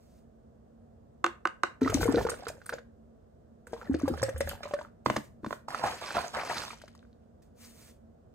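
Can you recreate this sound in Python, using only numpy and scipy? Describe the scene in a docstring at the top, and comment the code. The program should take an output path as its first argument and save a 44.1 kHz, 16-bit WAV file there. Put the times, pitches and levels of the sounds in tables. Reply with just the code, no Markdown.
"""Shaker bottle, water and lid

A plastic scoop taps the rim of a shaker bottle in a kitchen; a jug that gulps air pours water in twice.
Struck bodies are damped sines, water is bubble tones and flickering spray; pipe tones rise as it fills.
The lid knocks on its thread, the bottle is shaken, a palm slides on its wall; a refrigerator hums.
Near sounds reach two ports a few cm apart, directly and through noise tails of the room."""
import sys
import numpy as np
from scipy import signal
from scipy.fft import rfft, irfft, next_fast_len
from scipy.io import wavfile
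from scipy.ndimage import uniform_filter1d

SR = 44100
rng = np.random.default_rng(int(sys.argv[2]) if len(sys.argv) > 2 else 0)


def dump_mix(stems):
    """Bounce the given channels to the path in sys.argv[1] as a 16-bit WAV at rate SR."""
    frames = np.atleast_2d(stems).T  # one column per channel
    limited = np.clip(frames, -1, 1)  # hard clip at full scale
    pcm = np.round(limited * 32767).astype(np.int16)
    wavfile.write(sys.argv[1], SR, pcm)


N = 367794
T = np.arange(N) / SR
HZ = np.maximum(np.arange(N // 2 + 1) * SR / N, 1)


def amp(db):
    """Gain of a level in dB."""
    return 10 ** (np.asarray(db) / 20)


def rms_one(x):
    """Scales to rms 1."""
    return x / np.sqrt(np.mean(x ** 2) + 1e-20)


def at_hz(points, hz):
    """Reads a table on a log-frequency axis."""
    table_hz, values = np.transpose(points)
    return np.interp(np.log(hz), np.log(table_hz), values)


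def gain_curve(tables):
    """Sums gains of (t/s, level/dB) curves; silent outside them."""
    return sum(amp(np.interp(T, *np.transpose(rows), -150, -150)) for rows in tables)


def noise(spectrum):
    """Shapes white noise to a spectrum, rms 1."""
    white = rfft(rng.standard_normal(N))
    return rms_one(irfft(white * amp(at_hz(spectrum, HZ)), N))


def drift(rate_hz):
    """Low-passes noise by a double pole into a slow wander of rms 1, drawn every 16th sample."""
    r = np.exp(-32 * np.pi * rate_hz / SR)
    draws = rng.standard_normal(N // 16 + 3002)
    slow = signal.lfilter([1], [1, -2 * r, r * r], draws)[3000:]  # settled part
    return np.interp(np.arange(N) / 16, np.arange(len(slow)), rms_one(slow))


def split(x, hz):
    """Splits into the parts below and above a frequency."""
    low = signal.sosfilt(signal.butter(4, hz, fs=SR, output="sos"), x)
    high = signal.sosfilt(signal.butter(4, hz, "high", fs=SR, output="sos"), x)
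    return low, high


def resonate(x, hz, t60_s):
    """Drives one damped resonance."""
    r, w = amp(-60 / (t60_s * SR)), 2 * np.pi * hz / SR
    return signal.lfilter([0, np.sin(w)], [1, -2 * r * np.cos(w), r * r], x + 1e-18)


def add(out, s, hz, db, t60_s, contact_s, glide=0.):
    """Adds a tone that swells during contact, decays, and glides up if asked."""
    i = round(s * SR)
    t = T[:min(int(t60_s * SR), N - i)]
    swelling = np.sin(np.pi / 2 * np.minimum(t / contact_s, 1)) ** 2
    tone = np.sin(2 * np.pi * hz * t * (1 + glide * t / t60_s))
    out[i:i + len(t)] += amp(db - 60 * t / t60_s) * swelling * tone


def strike(out, s, db, modes, contact_s, uneven_db):
    """Rings every mode of a body by one blow, each with a random strength."""
    for (hz, mode_db, t60_s), u in zip(modes, rng.standard_normal(len(modes))):
        add(out, s, hz, db + mode_db + uneven_db * u, t60_s, contact_s)
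    return out


def bursts(times_s, levels_db, t60_s, rise_s):
    """Envelope of puffs: clicks smoothed by a fast rise and an exponential decay."""
    clicks = np.zeros(N)
    clicks[np.round(np.asarray(times_s) * SR).astype(int)] = amp(levels_db)
    smooth = np.exp(-1 / (rise_s * SR))
    poles = np.convolve([1, -amp(-60 / (t60_s * SR))], [1, -smooth])
    return signal.lfilter([1 - smooth], poles, clicks + 1e-18)


def swell(s, db, hold_s, rise_s, fall_db_per_s):
    """Gain that reaches its level at s, holds, then falls steadily in dB."""
    rise = np.clip((T - s) / rise_s + 1, 0, 1) ** 2
    return rise * amp(db - fall_db_per_s * np.maximum(T - s - hold_s, 0))


def grains(per_s, spread_db):
    """Random clicks of uneven size and either sign."""
    present = rng.random(N) < per_s / SR
    size = amp(spread_db * np.minimum(rng.exponential(1, N), 4))
    return present * size * rng.choice([-1, 1], N)


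def bubbles(when, per_s, spread_db, centre_hz, octaves, cycles):
    """Random clicks ring short bubble tones scattered round a centre pitch; level evened."""
    clicks = grains(per_s, spread_db)[when]
    dealt = rng.integers(0, 14, N)[when]
    out = np.zeros(N)
    for k, away in enumerate(np.linspace(-1.6, 1.6, 14)):
        hz = min(centre_hz * 2 ** (away * octaves), .4 * SR)
        weight = np.exp(-.5 * away ** 2)
        out[when] += weight * resonate(clicks * (dealt == k), hz, cycles / hz)
    power = np.abs(uniform_filter1d(out ** 2, SR // 4))
    return out / np.sqrt(power + 1e-6)


# kitchen noise spectrum: f/Hz, relative level/dB
ROOM_TONE_SPECTRUM = [(25, -25), (45, -4.5), (75, -2), (150, -8), (300, -14.5), (480, -14.5), (680, -13.5),
                      (850, -26), (1500, -32.5), (2200, -44.5), (4000, -47.5), (8000, -48.5),
                      (16000, -52.5)]
# kitchen noise at the two ports: f/Hz, left-right correlation/1
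PORT_LIKENESS = [(60, .9), (300, 0.42), (3000, 0.067)]
# refrigerator resonances: f/Hz, inverse t60/(1/s), level before port gain/dB
FRIDGE_HUM = [(229.1, 2.8, -59.5), (481, 27, -67)]
FLOOR_DB = -56  # before port gain


def kitchen_noise():
    """Steady rumble and hum, earlier and louder at right; the rumble is most alike in the bass."""
    alike = np.clip(at_hz(PORT_LIKENESS, HZ), -1, 1)
    mid, side = rfft(rng.standard_normal((2, N))) * amp(at_hz(ROOM_TONE_SPECTRUM, HZ))
    ports = np.sqrt(1 + alike) * mid + np.sqrt(1 - alike) * side * [[1], [-1]]
    tone = rms_one(irfft(ports, N))
    hum = np.zeros(N)
    for hz, inverse_t60, db in FRIDGE_HUM:
        hum += amp(db) * rms_one(resonate(rng.standard_normal(N), hz, 1 / inverse_t60))
    left, right = amp(FLOOR_DB) * tone + hum
    return np.array([amp(-0.86) * np.roll(left, round(0.0006 * SR)), amp(1.0) * right])


# near sounds, phase by which left leads: f/Hz, lead/rad
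LEFT_LEAD = [(0, 0.28), (700, 0.49), (2000, 0.82), (2900, -2), (4300, -2), (5500, -2.5), (6500, 0.07),
             (7900, 1.5), (9300, 1.6), (12000, 1.5)]
# near sounds, level difference: f/Hz, left-right level/dB
LEFT_BALANCE = [(100, -0.5), (250, 1.5), (600, 4.5), (1290, -9), (2300, 3.5), (4400, -4.5), (8000, -0.5)]
# part that wanders at each port as the bottle moves: f/Hz, level/dB
WANDERING_PART = [(500, -25), (1000, -14), (1700, -6), (3000, -3.5), (5500, 1), (7500, -19.5)]
# reverberation by octave: f/Hz, relative level/dB, t60/s
ROOM_DECAY = [(134, -22, 0.97), (234, -9.5, 0.13), (514, -11, 0.21), (940, -18.5, 0.28),
              (2027, -13.5, 0.27), (3487, -13.5, 0.23), (7744, -15.5, 0.23), (13240, -19, 0.3)]
TAIL_DB, TAIL_RISE_S, PLACE_HZ = -22.0, 0.0064, 1.3


def heard(near):
    """Direct sound at two ports, partly wandering, plus the room as noise decaying band by band."""
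    size, t = next_fast_len(N + SR), T[:SR // 2]
    hz = np.maximum(np.arange(size // 2 + 1) * SR / size, 1)
    half_phase = np.exp(.5j * np.interp(hz, *np.transpose(LEFT_LEAD)))
    half = amp(at_hz(LEFT_BALANCE, hz) / 2) * half_phase
    tail = np.zeros((2, 2, len(t)))  # bottle places, ports
    for centre_hz, db, t60_s in ROOM_DECAY:
        edges_hz = centre_hz * 2 ** np.array([-.5, .5])
        octave = signal.butter(2, edges_hz, "band", fs=SR, output="sos")
        band = signal.sosfilt(octave, rng.standard_normal(tail.shape))
        decay = amp(db + TAIL_DB - 60 * t / t60_s)
        tail += band * decay * np.minimum(t / TAIL_RISE_S, 1) ** 2
    place = 2 * np.pi * PLACE_HZ * T
    wander = [np.cos(2 * drift(4.4)), np.cos(2 * drift(3.6))]
    gains = np.array([np.cos(place), np.sin(place), *wander])
    here, there, *shifted = rfft(near * gains, size)
    first, second = rfft(tail, size)
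    direct = rfft(near, size) * np.array([half, 1 / half])
    direct = direct + amp(at_hz(WANDERING_PART, hz)) * np.array(shifted)
    return irfft(direct + here * first + there * second, size)[:, :N]


# scoop in powder, lid turning, palm on the wall: t/s, level/dB, hold/s, rise/s
RUB_STROKES = [(0.004, -70.5, 0.19, 0.024), (5.058, -50, 0.13, 0.014), (5.238, -62, 0.0084, 0.0056),
               (5.52, -52, 0.012, 0.12), (7.422, -65, .005, 0.0044), (7.611, -51, 0.061, 0.072),
               (7.801, -52.5, 0.076, 0.2)]
# friction spectrum: f/Hz, relative level/dB
RUB_SPECTRUM = [(300, -33.5), (900, 0.5), (2200, 0.5), (3200, -1.5), (6500, 2), (9500, 4.5), (13000, 2),
                (16000, 2.5)]
RUB_FALL_DB_PER_S = 265


def rubbing():
    """Friction as shaped noise with a slight level drift."""
    envelope = sum(swell(*row, RUB_FALL_DB_PER_S) for row in RUB_STROKES)
    return envelope * noise(RUB_SPECTRUM) * amp(0.95 * drift(23))


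# scoop on rim, with bounces: t/s, tone level/dB, crack level/dB
RIM_TAPS = [(1.2421, -6, -10), (1.2629, -16.5, -18.5), (1.4532, -10, -22), (1.472, -20.5, -20.5),
            (1.6339, -8, -11.5), (1.6446, -24.5, -42)]
# empty bottle modes: f/Hz, level re tap/dB, t60/s
BOTTLE_MODES = [(346, -16, 0.11), (524, -12.5, .03), (720, -14.5, 0.038), (1100, -8.5, 0.037),
                (1217, 4, 0.016), (1400, -5, 0.0062), (1504, -2.5, 0.024), (2092, -13, 0.014),
                (2820, -12, 0.014)]
# broad crack, also used by lid and water: f/Hz, relative level/dB
CRACK_SPECTRUM = [(150, -41.5), (500, -3.5), (1300, -6), (2500, -17), (4500, -19), (8000, -25.5),
                  (16000, -40.5)]


def taps():
    """Each tap rings the empty bottle's modes and cracks as a burst of high noise."""
    out = np.zeros(N)
    for s, db, _ in RIM_TAPS:
        out = strike(out, s, db, BOTTLE_MODES, contact_s=.0022, uneven_db=1)
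    s, _, crack_db = np.transpose(RIM_TAPS)
    _, high = split(noise(CRACK_SPECTRUM), 2000)
    return out + high * bursts(s, crack_db, t60_s=0.0085, rise_s=0.00089)


# lid knocking on its thread: t/s, tone level/dB, thud level/dB, crack level/dB
LID_KNOCKS = [(5.06, -10, -16, -20.5), (5.083, -29, -23.5, -53), (5.099, -11, -15.5, -21),
              (5.138, -35, -26, -49), (5.161, -27, -34, -31), (5.164, -20, -19, -22),
              (5.178, -29, -25.5, -50), (5.432, -47, -25.5, -64), (5.445, -24, -45, -43),
              (5.462, -27, -20.5, -38.5), (5.507, -22.5, -30, -39), (5.527, -16.5, -44, -33)]
# lid and full bottle modes: f/Hz, level re knock/dB, t60/s
CAP_MODES = [(600, 3.5, 0.012), (1040, 1, 0.016), (1400, -3.5, 0.011), (1997, -10, 0.0091),
             (3570, -23.5, 0.02), (4320, -33, 0.014)]
# full bottle thud modes, also used by shaking: f/Hz, level re thud/dB, t60/s
THUD_MODES = [(144, 0.5, 0.038), (211.8, 0.57, 0.051), (300.5, -0.5, 0.051)]


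def lid():
    """Each catch of the thread rings the cap, thuds the full bottle and cracks."""
    out = np.zeros(N)
    for s, db, thud_db, _ in LID_KNOCKS:
        out = strike(out, s, db, CAP_MODES, contact_s=0.001, uneven_db=2.5)
        out = strike(out, s, thud_db, THUD_MODES, contact_s=0.006, uneven_db=1)
    s, crack_db = np.array(LID_KNOCKS)[:, [0, 3]].T
    return out + noise(CRACK_SPECTRUM) * bursts(s, crack_db, t60_s=0.029, rise_s=0.00075)


# fine drops: f/Hz, relative level/dB
SPRAY_SPECTRUM = [(1500, 6.5), (2500, 3), (3300, 1.5), (4500, 4), (7300, -5), (8900, -4), (13000, -6.5),
                  (16000, -17)]


def spray(when, flicker_db, grain_share):
    """Hiss of fine drops: noise and tiny pops in four bands that flicker partly apart."""
    pops = bubbles(when, 1200, 6.5, 5600, octaves=0.8, cycles=21.0)
    rest = (noise(SPRAY_SPECTRUM) + grain_share * pops)[when]
    out, together = np.zeros(N), drift(28)
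    for edge_hz in (2900, 5000, 8200, 19000):
        band, rest = split(rest, edge_hz)
        flicker = together + 2.4 * drift(45)
        out[when] += band * amp(flicker_db * flicker[when])
    return out / out[when].std()


# water hitting cap or base: t/s, level/dB, f/Hz
WATER_KNOCKS = [(5.683, -22.5, 870), (5.705, -21.5, 1720), (5.746, -12.5, 1265), (5.794, -27, 644),
                (5.838, -11, 910), (5.871, -18, 730), (6.023, -28, 666), (6.106, -22, 1430),
                (6.149, -26, 758), (6.498, -21, 703), (6.37, -22, 569), (6.434, -23.5, 675),
                (6.621, -28, 1380), (6.635, -26, 1350), (6.681, -28.5, 990), (6.705, -26.5, 1180),
                (6.731, -29.5, 896)]
# last drips from the cap: t/s, level/dB, f/Hz, splash level/dB
CAP_DRIPS = [(6.772, -47, 1290, -67), (6.816, -37.5, 1450, -41.5), (6.838, -35, 600, -62),
             (6.879, -39, 1400, -45.5), (6.95, -45, 1090, -48), (7.028, -46, 1450, -70),
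             (7.05, -51, 1400, -74)]
# single pops of the froth: t/s, level/dB, f/Hz
FROTH_POPS = [(6.121, -40, 6000), (6.281, -21.5, 6540), (6.579, -36, 4500), (6.635, -32, 5300),
              (6.68, -26, 3620), (6.708, -28, 2350), (6.774, -41, 5850)]
HIT_SMACK_DB, HIT_MIST_DB = -9.5, -23  # re hit tone


def hits_and_drips(mist):
    """Hits, drips and pops are short tones; hits add noise smacks, hits and drips puffs of mist."""
    out = np.zeros(N)
    for s, db, hz, *_ in WATER_KNOCKS + CAP_DRIPS:
        add(out, s, hz, db, t60_s=16 / hz, contact_s=.0006, glide=0.11)
    for s, db, hz in FROTH_POPS:
        add(out, s, hz, db, t60_s=25 / hz, contact_s=.0004)
    s, db, _ = np.transpose(WATER_KNOCKS)
    out += noise(CRACK_SPECTRUM) * bursts(s, db + HIT_SMACK_DB, t60_s=0.016, rise_s=0.003)
    puffs = bursts(s, db + HIT_MIST_DB, t60_s=0.0058, rise_s=0.00088)
    drip_s, splash_db = np.array(CAP_DRIPS)[:, [0, 3]].T
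    return out + mist * (puffs + bursts(drip_s, splash_db, t60_s=0.022, rise_s=0.0022))


# water thrown to base and back to cap: t/s, froth level/dB, hold/s, bright splash level/dB
SHAKE_STROKES = [(5.685, -40.5, 0.23, -47.5), (5.835, -34.5, 0.035, -47), (6.014, -40, 0.091, -48.5),
                 (6.147, -28.5, 0.046, -41.5), (6.338, -36.5, 0.055, -37.5), (6.453, -44, 0.018, -70),
                 (6.496, -33, 0.016, -38.5), (6.544, -49.5, 0.093, -56.5)]
# churning water, also used by pouring: f/Hz, relative level/dB
RUMBLE_SPECTRUM = [(30, 0), (55, 2.5), (120, -5), (260, -11), (400, -30.5)]
SHAKING = slice(int(5.6 * SR), int(7.3 * SR))
STROKE_RISE_S, STROKE_FALL_DB_PER_S = .008, 260
STROKE_THUD_DB, SHAKE_RUMBLE_DB = 0, -25  # re froth
CLUMP_DB = 2.5  # rms level wander of the froth
STILL_S, STILL_FALL_DB_PER_S = 6.73, 397  # hand stops, hiss collapses
MIST_DB, MIST_FALL_DB_PER_S = -44.5, 91  # at a stroke of mean level
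MIST_FOLLOWS = 0.39  # dB of mist per dB of froth
MIST_FLICKER_DB = .8  # per unit of drift
FOAM_S, FOAM_DB, FOAM_RISE_S, FOAM_FALL_DB_PER_S = 6.58, -49, 0.067, 66  # settling froth crackles


def shaking():
    """Thrown water froths as bubbles, rumble and hiss, thuds as it lands, then foam crackles."""
    mean_db = np.mean(SHAKE_STROKES, axis=0)[1]
    froth, bright, hiss = np.zeros((3, N))
    for s, froth_db, hold_s, bright_db in SHAKE_STROKES:
        froth += swell(s, froth_db, hold_s, STROKE_RISE_S, STROKE_FALL_DB_PER_S)
        bright += swell(s, bright_db, hold_s, STROKE_RISE_S, STROKE_FALL_DB_PER_S)
        mist_db = MIST_DB + MIST_FOLLOWS * (froth_db - mean_db)
        hiss += swell(s, mist_db, hold_s, STROKE_RISE_S, MIST_FALL_DB_PER_S)
    hiss *= amp(-STILL_FALL_DB_PER_S * np.maximum(T - STILL_S, 0))
    churn = bubbles(SHAKING, 550, 3.5, 964, octaves=0.585, cycles=26.5)
    churn += amp(SHAKE_RUMBLE_DB) * noise(RUMBLE_SPECTRUM)
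    out = froth * churn + bright * bubbles(SHAKING, 700, 4.0, 1836, octaves=0.51, cycles=21)
    out *= amp(CLUMP_DB * drift(30))
    foam = swell(FOAM_S, FOAM_DB, 0, FOAM_RISE_S, FOAM_FALL_DB_PER_S)
    out += foam * bubbles(SHAKING, 230, 6.5, 4800, octaves=0.6, cycles=16)
    for s, db, _, _ in SHAKE_STROKES:
        out = strike(out, s, db + STROKE_THUD_DB, THUD_MODES, contact_s=.012, uneven_db=3)
    mist = spray(SHAKING, MIST_FLICKER_DB, 0.4)
    return out + mist * (hiss + amp(-2.0) * foam) + hits_and_drips(mist)


# air gulped by the jug: t/s, level/dB, start f/Hz, t60/s
JUG_GULPS = [(1.815, -12, 260.5, 0.1), (1.854, -16, 277, 0.071), (1.945, -10, 270, 0.066),
             (1.996, -19, 315, 0.0605), (2.085, -10, 270, .11), (2.139, -9.5, 293, 0.052),
             (2.167, -8.5, 336, 0.034), (3.895, -12, 268, 0.1), (3.944, -10, 315, 0.044),
             (4.033, -11.5, 280, 0.073), (4.1, -12.5, 330, 0.036), (4.111, -14, 243, 0.033)]
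# jug wall flexing as air enters: t/s, level/dB, f/Hz
JUG_FLEXES = [(1.822, -30.5, 93.3), (1.886, -28, 102), (1.946, -30, 86), (2.031, -26.5, 111.3),
              (2.14, -33, 107), (2.245, -39, 69.6), (3.908, -27.5, 78.6), (4.02, -30.5, 91.6),
              (4.112, -26.5, 77.5), (4.209, -30, 113.7), (4.337, -25.5, 77.2), (4.439, -32, 78.5)]


def jug():
    """Gulped air sounds as tones gliding up; the flexing wall as low steady-pitched tones."""
    out = np.zeros(N)
    for s, db, hz, t60_s in JUG_GULPS:
        add(out, s, hz, db, t60_s, contact_s=.004, glide=0.017)
    for s, db, hz in JUG_FLEXES:
        add(out, s, hz, db, t60_s=.4, contact_s=.012)
    return out


# water slapping into the bottle: t/s, slap level/dB, slap start f/Hz, pipe drive level/dB
WATER_SLAPS = [(1.817, -29.5, 890, -22.5), (1.861, -22.5, 1040, -30), (1.876, -17, 1252, -30.5),
               (1.897, -26.5, 1298, -29.5), (2.03, -15, 1430, -24), (2.056, -47.5, 1403, -19.5),
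               (2.087, -28, 1040, -22.5), (2.145, -40, 948, -17.5), (2.175, -31, 1440, -19),
               (2.251, -34.5, 970, -20), (2.267, -17.5, 846, -28.5), (2.288, -18.5, 1385, -27),
               (2.318, -26.5, 1440, -33.5), (2.341, -29.5, 1435, -46), (2.468, -23.5, 1354, -31.5),
               (2.616, -38.5, 1536, -58.5), (2.662, -34, 1486, -63), (2.693, -20, 1504, -44.5),
               (2.726, -25, 1460, -37), (2.735, -30, 1520, -43), (2.784, -31.5, 1520, -44.5),
               (3.67, -34.5, 1534, -48), (3.732, -23, 620, -29.5), (3.82, -37, 1500, -43.5),
               (3.942, -29, 1650, -29), (4.079, -21, 803, -21), (4.139, -26.5, 1230, -46),
               (4.176, -28.5, 1680, -41.5), (4.197, -29, 1590, -47), (4.229, -14, 1740, -17.5),
               (4.289, -33, 1650, -28), (4.361, -28.5, 1660, -34), (4.407, -16.5, 1870, -21),
               (4.474, -22.5, 1630, -32.5), (4.513, -24, 1530, -40), (4.632, -30.5, 1466, -41.5),
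               (4.655, -29.5, 1024, -34), (4.71, -32, 987, -37), (4.737, -23, 1080, -22),
               (4.789, -27, 1550, -33.5), (4.812, -28, 950, -55)]
SMACK_DB = -10.5  # re slap tone


def slaps():
    """Each slap is a short tone gliding up with a broad smack."""
    out = np.zeros(N)
    for s, db, hz, _ in WATER_SLAPS:
        add(out, s, hz, db, t60_s=18 / hz, contact_s=.0006, glide=0.027)
    s, db, _, _ = np.transpose(WATER_SLAPS)
    return out + noise(CRACK_SPECTRUM) * bursts(s, db + SMACK_DB, t60_s=0.027, rise_s=0.0028)


# air over the rising water: t/s, lowest pipe tone before wobble f/Hz
AIR_PITCH = [(1.8, 440.3), (2.3, 481), (3.701, 487.4), (4.8, 593.7)]
# tube shut at one end: multiple of lowest tone/1, relative level/dB, t60/s
PIPE_MODES = [(1, 3.5, 0.076), (3.051, -13, 0.043)]
PIPE_RING_DB = -34.5  # drive by drops, re burble
AIR_WOBBLE = .024  # rms share of pitch; the surface heaves


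def air_column(flow):
    """Slaps and drops drive decaying pipe tones whose pitch rises and wavers."""
    s, _, _, pipe_db = np.transpose(WATER_SLAPS)
    drive, out = np.zeros((2, N))
    drive[np.round(s * SR).astype(int)] = amp(pipe_db)
    drive += amp(PIPE_RING_DB) * flow * rms_one(grains(140, 15.0))
    hz = np.interp(T, *np.transpose(AIR_PITCH)) * (1 + AIR_WOBBLE * drift(17))
    phase = 2 * np.pi * np.cumsum(hz) / SR
    for multiple, mode_db, t60_s in PIPE_MODES:
        turn = np.exp(1j * multiple * phase)
        # decay in a frame that turns with the moving pitch
        ringing = signal.lfilter([1], [1, -amp(-60 / (t60_s * SR))], drive / turn + 1e-18)
        out += amp(mode_db) * (ringing * turn).imag
    return out


# loudest drops bursting: t/s, spray level below 8 kHz/dB, spray level above 8 kHz/dB
DROP_BURSTS = [(1.811, -42.5, -32.5), (1.87, -42.5, -37), (1.8992, -31.5, -22.5), (1.9413, -30.5, -15),
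               (2.0379, -39, -18.5), (2.061, -35.5, -25.5), (2.092, -41, -31.5), (2.1238, -31.5, -26),
               (2.1894, -32, -37), (2.2948, -27.5, -19.5), (2.386, -49, -30), (2.4509, -38.5, -49.5),
               (2.4819, -24.5, -20.5), (2.6589, -50, -21.5), (2.6898, -51, -31), (2.7322, -36, -67.5),
               (3.6686, -59, -38.5), (3.722, -47.5, -43), (3.943, -35, -64), (3.991, -67.5, -38.5),
               (4.0785, -38, -24), (4.2172, -34, -43), (4.227, -24.5, -23.5), (4.29, -31.5, -27),
               (4.378, -67, -28.5), (4.4041, -20, -20.5), (4.4898, -30.5, -20.5), (4.63, -32.5, -36.5),
               (4.735, -53, -33.5)]


def bursting_drops(hiss):
    """Puffs of spray, with separate envelopes below and above 8 kHz."""
    s, low_db, high_db = np.transpose(DROP_BURSTS)
    low, high = split(hiss, 8000)
    out = low * bursts(s, low_db, t60_s=0.039, rise_s=0.0024)
    return out + high * bursts(s, high_db, t60_s=0.05, rise_s=0.0012)


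# flow, one curve per pour: t/s, burble level/dB
POUR_FLOWS = [
    [(1.81, -38), (2.2, -33.5), (2.26, -48.5), (2.48, -43), (2.62, -66.5), (2.74, -44), (2.84, -83)],
    [(3.66, -95), (3.72, -50), (3.9, -50), (4.1, -41.5), (4.5, -52), (4.6, -50), (4.82, -50), (4.9, -64)],
]
POURING = slice(int(1.7 * SR), 5 * SR)
STREAM_FLICKER_DB = 1.8  # per unit of drift
STREAM_SPRAY_DB, BLIPS_DB, RUMBLE_DB = -12, -10, -7.5  # re burble


def pouring():
    """Jug, slaps, air column and bursting drops over a stream of bubbles, spray and rumble."""
    flow = gain_curve(POUR_FLOWS)
    hiss = spray(POURING, STREAM_FLICKER_DB, 1.05)
    stream = bubbles(POURING, 340, 7.4, 750, octaves=0.75, cycles=20)
    stream += amp(BLIPS_DB) * bubbles(POURING, 170, 6.3, 1560, octaves=0.29, cycles=87)
    stream += amp(STREAM_SPRAY_DB) * hiss
    stream += amp(RUMBLE_DB + 9.5 * drift(7.8)) * noise(RUMBLE_SPECTRUM)
    return jug() + slaps() + air_column(flow) + bursting_drops(hiss) + flow * stream


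def scene():
    """Near sounds through the room, over the kitchen noise."""
    near = rubbing() + taps() + lid() + shaking() + pouring()
    return kitchen_noise() + heard(near)


# overall treble response: f/Hz, gain/dB
TREBLE_RESPONSE = [(9300, -3), (10200, -15), (10500, -29), (11200, -23), (11700, -13), (12500, -5),
                   (15000, -6.5), (16200, -16.5)]
BASS_CUT_HZ, STOPBAND_HZ = 42, 16900


def record(dry):
    """The sound lacks deep bass, dips near 10.5 kHz and ends below 17 kHz."""
    coloured = irfft(rfft(dry) * amp(at_hz(TREBLE_RESPONSE, HZ)), N)
    coloured = signal.sosfilt(signal.butter(3, BASS_CUT_HZ, "high", fs=SR, output="sos"), coloured)
    return signal.sosfilt(signal.cheby2(12, 70, STOPBAND_HZ, fs=SR, output="sos"), coloured)


dry = scene()
out = record(dry)
dump_mix(out)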